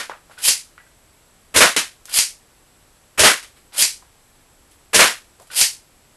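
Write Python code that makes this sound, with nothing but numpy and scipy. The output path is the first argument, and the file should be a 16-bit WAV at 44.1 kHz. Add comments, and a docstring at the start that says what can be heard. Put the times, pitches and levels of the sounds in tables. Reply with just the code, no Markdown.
"""A glassed-in room, one microphone, within overload range of a homemade plastic-pipe dart blaster.
On each shot the catch slips, the spring plunger slams with a burst of air and the dart smacks a wall.
Priming follows: a quickening scrape of the slide that ends in the clack of the catch. Hands and loose
parts tick on the plastic over a low hush. We come in on the tail of one shot; three more follow."""
import sys
import numpy as np
from scipy import signal
from scipy.fft import rfft, irfft
from scipy.io import wavfile
from scipy.ndimage import uniform_filter1d

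SR = 44100
rng = np.random.default_rng(int(sys.argv[2]) if len(sys.argv) > 2 else 0)


def write(x):
    x = np.atleast_2d(x).T
    wavfile.write(sys.argv[1], SR, np.round(np.clip(x, -1, 1) * 32767).astype(np.int16))


N = 271656
LEAD = SR // 4  # samples of run-in before time zero


def shots(mix):
    """The blaster fires: the plunger strikes home and, one flight later, the dart reaches the wall."""
    # slam t/s, slam level/dB, rush length/s, dart flight/s, smack level/dB, tilt/(dB/octave), t60/s
    firings = [(-.14, -14, .016, 0.039, -5, -0.3, 0.086), (1.56, -7.5, 0.02, 0.045, -3.5, 0.63, 0.084),
               (3.193, -7.5, .018, .041, -6.5, 1.2, 0.15), (4.944, -7, .014, 0.045, -9, 1.27, 0.19)]
    for s, slam_db, rush_s, flight_s, smack_db, tilt_db, t60_s in firings:
        plunger(mix, s, slam_db, rush_s)
        dart_smack(mix, s + flight_s, smack_db, tilt_db, t60_s)


def plunger(mix, s, db, rush_s):
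    """A brief rising rush of noise is heard, then the plunger slams at time s with a burst of air."""
    # mid-range rush of noise just before the slam: f/Hz, level/dB
    rush_spectrum = [(100, -11.5), (400, -5.5), (1300, -4), (2600, -2.5), (4000, -14.5), (8000, -11.5),
                     (12500, -14)]
    # spectrum of the slam and its air: f/Hz, level/dB
    slam = [(35, -38), (60, -11), (268, -9.5), (479, -1), (700, -18), (1000, -5.5), (1250, -10.5),
            (1670, -3), (2240, -4.5), (2500, -4), (3580, -6), (10900, -6), (12500, -17), (16200, -42.5),
            (22000, -120)]
    remaining = np.arange(1, 0, -1 / (SR * rush_s))
    fade_in = np.minimum((1 - remaining) / 0.33, 1)
    rush = gain_of(db - 10 - 4.5 * remaining) * fade_in
    add(mix, s - rush_s, signal.fftconvolve(room_noise(rush, wet_db=-7.5), colour(rush_spectrum)))
    add(mix, s, blow(db, colour(slam), rise_s=0.0015, t60_s=0.084, wet_db=7))
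    add(mix, s, gain_of(db - 2) * ringing())


def dart_smack(mix, s, db, tilt_db, t60_s):
    """The dart hits the wall and sets it ringing; the microphone gets more room than direct sound."""
    # spectrum of the impact: f/Hz, level/dB
    smack = [(24, -42.5), (40, -19.5), (100, -19.5), (205, -6.5), (300, -7.5), (600, -3), (850, -6.5),
             (1580, -1.5), (2400, -5), (3200, -8), (6000, -12.5), (11400, -17), (13000, -29)]
    add(mix, s, blow(db, colour(smack, tilt_db), rise_s=0.0019, t60_s=t60_s, wet_db=9))
    add(mix, s, gain_of(db + 4) * ringing())


def ringing():
    """Barrel and wall ring after a blow, with a new balance of modes each time."""
    # modes: f/Hz, level/dB, t60/s
    modes = [(470, -16, 0.055), (619.6, -10, 0.13), (1270, -20, 0.088), (1452, -17, .27), (1574, -18, .16),
             (2340, -21, 0.1), (2800, -23, 0.094)]
    return sum(ring(hz, db + 3 * rng.standard_normal(), t60_s) for hz, db, t60_s in modes)


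def dart_bounces(mix):
    """The foam dart bounces on and slaps a hard surface."""
    # landings: t/s, level/dB, tilt/(dB/octave)
    bounces = [(1.764, -9, -0.75), (3.428, -36, 0.2)]
    # spectrum of the foam's slap: f/Hz, level/dB
    slap = [(35, -57.5), (60, -25), (256, -7), (655, -8.5), (896, -7), (958, -6), (2000, 0.5),
            (10900, -5.5), (12500, -15), (16200, -47), (22000, -120)]
    for s, db, tilt_db in bounces:
        add(mix, s, blow(db, colour(slap, tilt_db), rise_s=0.00022, t60_s=0.042, wet_db=4))


def rubbing(mix):
    """Slide and hand rub unevenly on the pipe: slow rubbing sounds hollow, fast rubbing hisses."""
    # slide pulls: t/s, creep length/s, slide length/s, creep level/dB, level once free/dB
    pulls = [(.372, 0.039, 0.071, -39, -21), (2.078, 0.037, .066, -35.5, -21),
             (3.722, 0.036, 0.057, -34, -18.5), (5.5, 0.039, 0.069, -35, -20.5)]
    # hand brushes: t/s, length/s, level/dB, brightness/dB
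    brushes = [(0.306, 0.052, -49.5, -6.5), (3.563, 0.035, -51, -7), (4.709, 0.039, -60, 4.5),
               (5.399, 0.054, -57, -3), (5.469, 0.022, -53.5, -0.5)]
    # broad, bright hiss: f/Hz, level/dB
    hiss_spectrum = [(59, -54), (100, -28), (395, -30), (580, -20), (1270, -21.5), (3160, -1), (3570, -6.5),
                     (5040, 0), (5690, -7), (7240, -3.5), (8690, -0.5), (11500, -0.5), (12500, -11),
                     (16200, -46), (22000, -120)]
    # spectrum of the hollow pipe: f/Hz, level/dB
    pipe = [(200, -27.5), (500, -15), (950, -11.5), (1150, -13), (1450, -7.5), (1750, -11), (3000, -9.5),
            (5000, -14.5), (9000, -37.5)]
    strokes = [(s, slide_pull(*row)) for s, *row in pulls]
    strokes += [(s, hand_brush(*row)) for s, *row in brushes]
    for s, (db, bright_db) in strokes:
        snags = flutter(SR // 4, span=150)[:len(db)]
        friction = gain_of(db + 2.2 * snags)
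        bright = gain_of(bright_db)
        hiss = room_noise(friction * bright, wet_db=-1.5)
        hollow = room_noise(friction / bright ** 2, wet_db=1)
        add(mix, s, signal.fftconvolve(hiss, colour(hiss_spectrum)))
        add(mix, s, signal.fftconvolve(hollow, gain_of(-19.5) * colour(pipe)))


def slide_pull(creep_s, slide_s, creep_db, free_db):
    """Level and brightness in dB as the slide takes up, creeps, breaks free, quickens and stops."""
    take_up_s, break_s, let_go_s = 0.016, 0.028, 0.018
    growth_db_per_s = 207.5
    stages = np.cumsum([0, take_up_s, creep_s - take_up_s, break_s, slide_s - break_s, let_go_s])
    top_db = free_db + growth_db_per_s * (slide_s - break_s)
    t = np.arange(0, stages[-1], 1 / SR)
    level_db = np.interp(t, stages, [creep_db - 23.5, creep_db, creep_db, free_db, top_db, top_db - 11.5])
    bright_db = np.interp(t, stages, [-12.5, -5.5, -5.5, 0.5, -1, -1])
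    return level_db, bright_db


def hand_brush(length_s, db, bright_db):
    """Level and brightness in dB of a light touch on the pipe: quick rise, slower fall."""
    progress = np.arange(0, 1, 1 / (SR * length_s))
    return db + np.interp(progress, [0, 0.28, 1], [-6, 0, -12.5]), bright_db


def catch_clacks(mix):
    """The catch engages as the slide bottoms out with one push of air and its recoil."""
    # catch strikes: t/s, clack level/dB, thump level/dB
    strikes = [(.483, -4.5, -18.5), (2.187, -4.5, -22), (3.823, -5, -24), (5.612, -3.5, -46),
               (5.621, -20, -23.5)]
    # spectrum of the catch: f/Hz, level/dB
    clack = [(35, -58.5), (60, -25), (560, -20.5), (916, -16.5), (1250, -19), (2090, -4), (3580, -7),
             (4570, 0.5), (9350, -3), (12500, -17.5), (16200, -39), (22000, -120)]
    push_s = 0.00081
    age = np.arange(SR // 20) / SR / push_s
    thump = age * (2.4 - age) * np.exp(-age)
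    for s, db, thump_db in strikes:
        add(mix, s, blow(db, colour(clack), rise_s=0.00051, t60_s=0.033, wet_db=2.5))
        add(mix, s, gain_of(thump_db) * thump)


def plastic_ticks(mix):
    """A spent dart, hands and loose parts knock on hollow plastic: a broad tick and one ringing mode."""
    # knocks: t/s, level/dB, ring f/Hz, ring t60/s
    knocks = [(0.096, -21, 838, 0.023), (0.116, -30.5, 1415, 0.062), (.297, -40, 805, 0.014),
              (0.312, -43.5, 1390, 0.043), (0.377, -39.5, 1485, 0.13), (.779, -39, 1450, 0.037),
              (.781, -51, 1960, 0.37), (0.802, -46, 1645, 0.064), (0.865, -52.5, 1560, .08),
              (2.055, -29.5, 7550, 0.0016), (2.084, -42.5, 1480, .1), (3.782, -34, 595, 0.13),
              (4.024, -44, 1020, 0.021), (5.398, -37, 668, 0.037), (5.399, -43, 7500, .004),
              (5.42, -43, 8110, .006), (5.502, -38, 1490, 0.085)]
    for s, db, hz, t60_s in knocks:
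        octaves = 3 * np.sqrt(0.04 / t60_s)  # the shorter the ring, the broader the tick
        hump = [(hz / 2 ** octaves, -40), (hz, 0), (hz * 2 ** octaves, -40)]
        wet_db = 1.5 - 0.5 * np.log2(hz / 1000)  # small bright clicks stir the room less
        add(mix, s, blow(db, colour(hump), rise_s=0.00068, t60_s=0.018, wet_db=wet_db))
        add(mix, s, ring(hz, db + 1.5, t60_s))


def blow(db, taps, rise_s, t60_s, wet_db):
    """A short burst of chattering contact, coloured by what it strikes, heard across the room."""
    t = np.arange(SR // 8) / SR
    burst = np.minimum(t / rise_s, 1) * gain_of(db - 60 * t / t60_s)
    return signal.fftconvolve(room_noise(burst, wet_db), taps)


def ring(hz, db, t60_s):
    """One dying mode, struck at a random phase, swelling over its first cycle."""
    t = np.arange(SR // 3) / SR
    envelope = np.minimum(t * hz, 1) * gain_of(db - 60 * t / max(t60_s, 0.002))
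    return envelope * np.sin(2 * np.pi * (hz * t + rng.random()))


def room_noise(envelope, wet_db):
    """Shaped noise at the microphone: the direct sound plus echoes that linger band by band."""
    # reverberation of the glassed-in room: f/Hz, t60/s
    reverb = [(100, 0.13), (400, 0.17), (700, 0.19), (1500, 0.23), (2800, 0.24), (7000, 0.25),
              (12000, 0.25)]
    n, hop = 2 * SR // 3, 32
    frames = dict(fs=SR, nperseg=256, noverlap=256 - hop)
    direct, diffuse = rng.standard_normal((2, n))
    envelope = np.pad(envelope, (0, n - len(envelope)))
    hz, t, bands = signal.stft(diffuse, **frames)
    linger = gain_of(-120 * t / np.maximum(value_at(reverb, hz), 0.05)[:, None])  # decay of power
    linger *= 1 - np.exp(-t / 0.0047)  # reflections build up
    linger /= linger.sum(1, keepdims=True)
    source_power = np.interp(t * SR, np.arange(n), uniform_filter1d(envelope ** 2, size=hop))
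    echo_power = signal.fftconvolve(linger, source_power[None], axes=1)[:, :len(t)]
    echoes = signal.istft(bands * np.sqrt(abs(echo_power)), **frames)[1][:n]
    clumps = flutter(n, span=200)  # echoes arrive in bunches
    return direct * envelope + gain_of(wet_db + 1.2 * clumps) * echoes


def hush():
    """Steady room tone and microphone noise, with a faint band of hiss from the electronics."""
    # spectrum of the noise floor: f/Hz, level/dB
    floor = [(12, -23.5), (20, -0.5), (50, -4.5), (90, -7), (185, -12.5), (450, -14), (1070, -17),
             (2700, -21.5), (6400, -24.5), (8700, -26.5), (11700, -21.5), (13000, -34.5)]
    # band of hiss: centre f/Hz, width/Hz, level/dB
    whine = (7850, 560, -65)
    centre_hz, width_hz, whine_db = whine
    hz = np.fft.rfftfreq(N, 1 / SR)
    hump = np.exp(-((hz - centre_hz) / width_hz) ** 2)
    wide = irfft(rfft(rng.standard_normal(N)) * gain_of(value_at(floor, hz)), N)
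    narrow = irfft(rfft(rng.standard_normal(N)) * hump, N)
    return gain_of(-55) * unit_rms(wide) + gain_of(whine_db) * unit_rms(narrow)


def colour(spectrum, tilt_db=0):
    """Minimum-phase impulse response of energy 1: the spectrum, tilted tilt_db an octave about 2 kHz."""
    hz = np.fft.rfftfreq(4096, 1 / SR)
    level_db = value_at(spectrum, hz) + tilt_db * np.log2((hz + 50) / 2000)
    log_gain = np.log(gain_of(np.maximum(level_db, -90)))
    mirrored = np.concatenate([log_gain, log_gain[-2:0:-1]])
    phase = -signal.hilbert(mirrored).imag
    taps = np.fft.ifft(np.exp(mirrored + 1j * phase)).real[:2048]
    return taps / np.linalg.norm(taps)


def flutter(n, span):
    """Random wobble of rms 1, smoothed over span samples."""
    return unit_rms(uniform_filter1d(rng.standard_normal(n), size=span))


def gain_of(db):
    """Decibels to an amplitude factor."""
    return 10 ** (np.asarray(db) / 20)


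def unit_rms(x):
    """Scales to rms 1."""
    return x / np.sqrt(np.mean(x ** 2) + 1e-20)


def value_at(points, hz):
    """Reads a table on a log-frequency axis."""
    f, value = np.transpose(points)
    return np.interp(np.log(hz + 1), np.log(f + 1), value)


def add(mix, s, sound):
    """Mixes a sound in at s seconds."""
    part = mix[LEAD + round(s * SR):][:len(sound)]
    part += sound[:len(part)]


def scene():
    """Firing, priming and handling over the room tone, in mono at the microphone."""
    mix = np.zeros(LEAD + N)
    for source in (shots, dart_bounces, rubbing, catch_clacks, plastic_ticks):
        source(mix)
    return (mix[LEAD:] + hush())[None]


def record(dry):
    """The microphone input overloads at a fairly hard knee; a steep low-pass then trims the top."""
    ceiling, knee, edge_hz = gain_of(-2.8), 3, 12500
    clipped = dry / (1 + abs(dry / ceiling) ** knee) ** (1 / knee)
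    low_pass = signal.firwin(511, edge_hz, window=("kaiser", 9), fs=SR)
    return signal.oaconvolve(clipped, low_pass[None], "same")


dry = scene()
out = record(dry)
write(out)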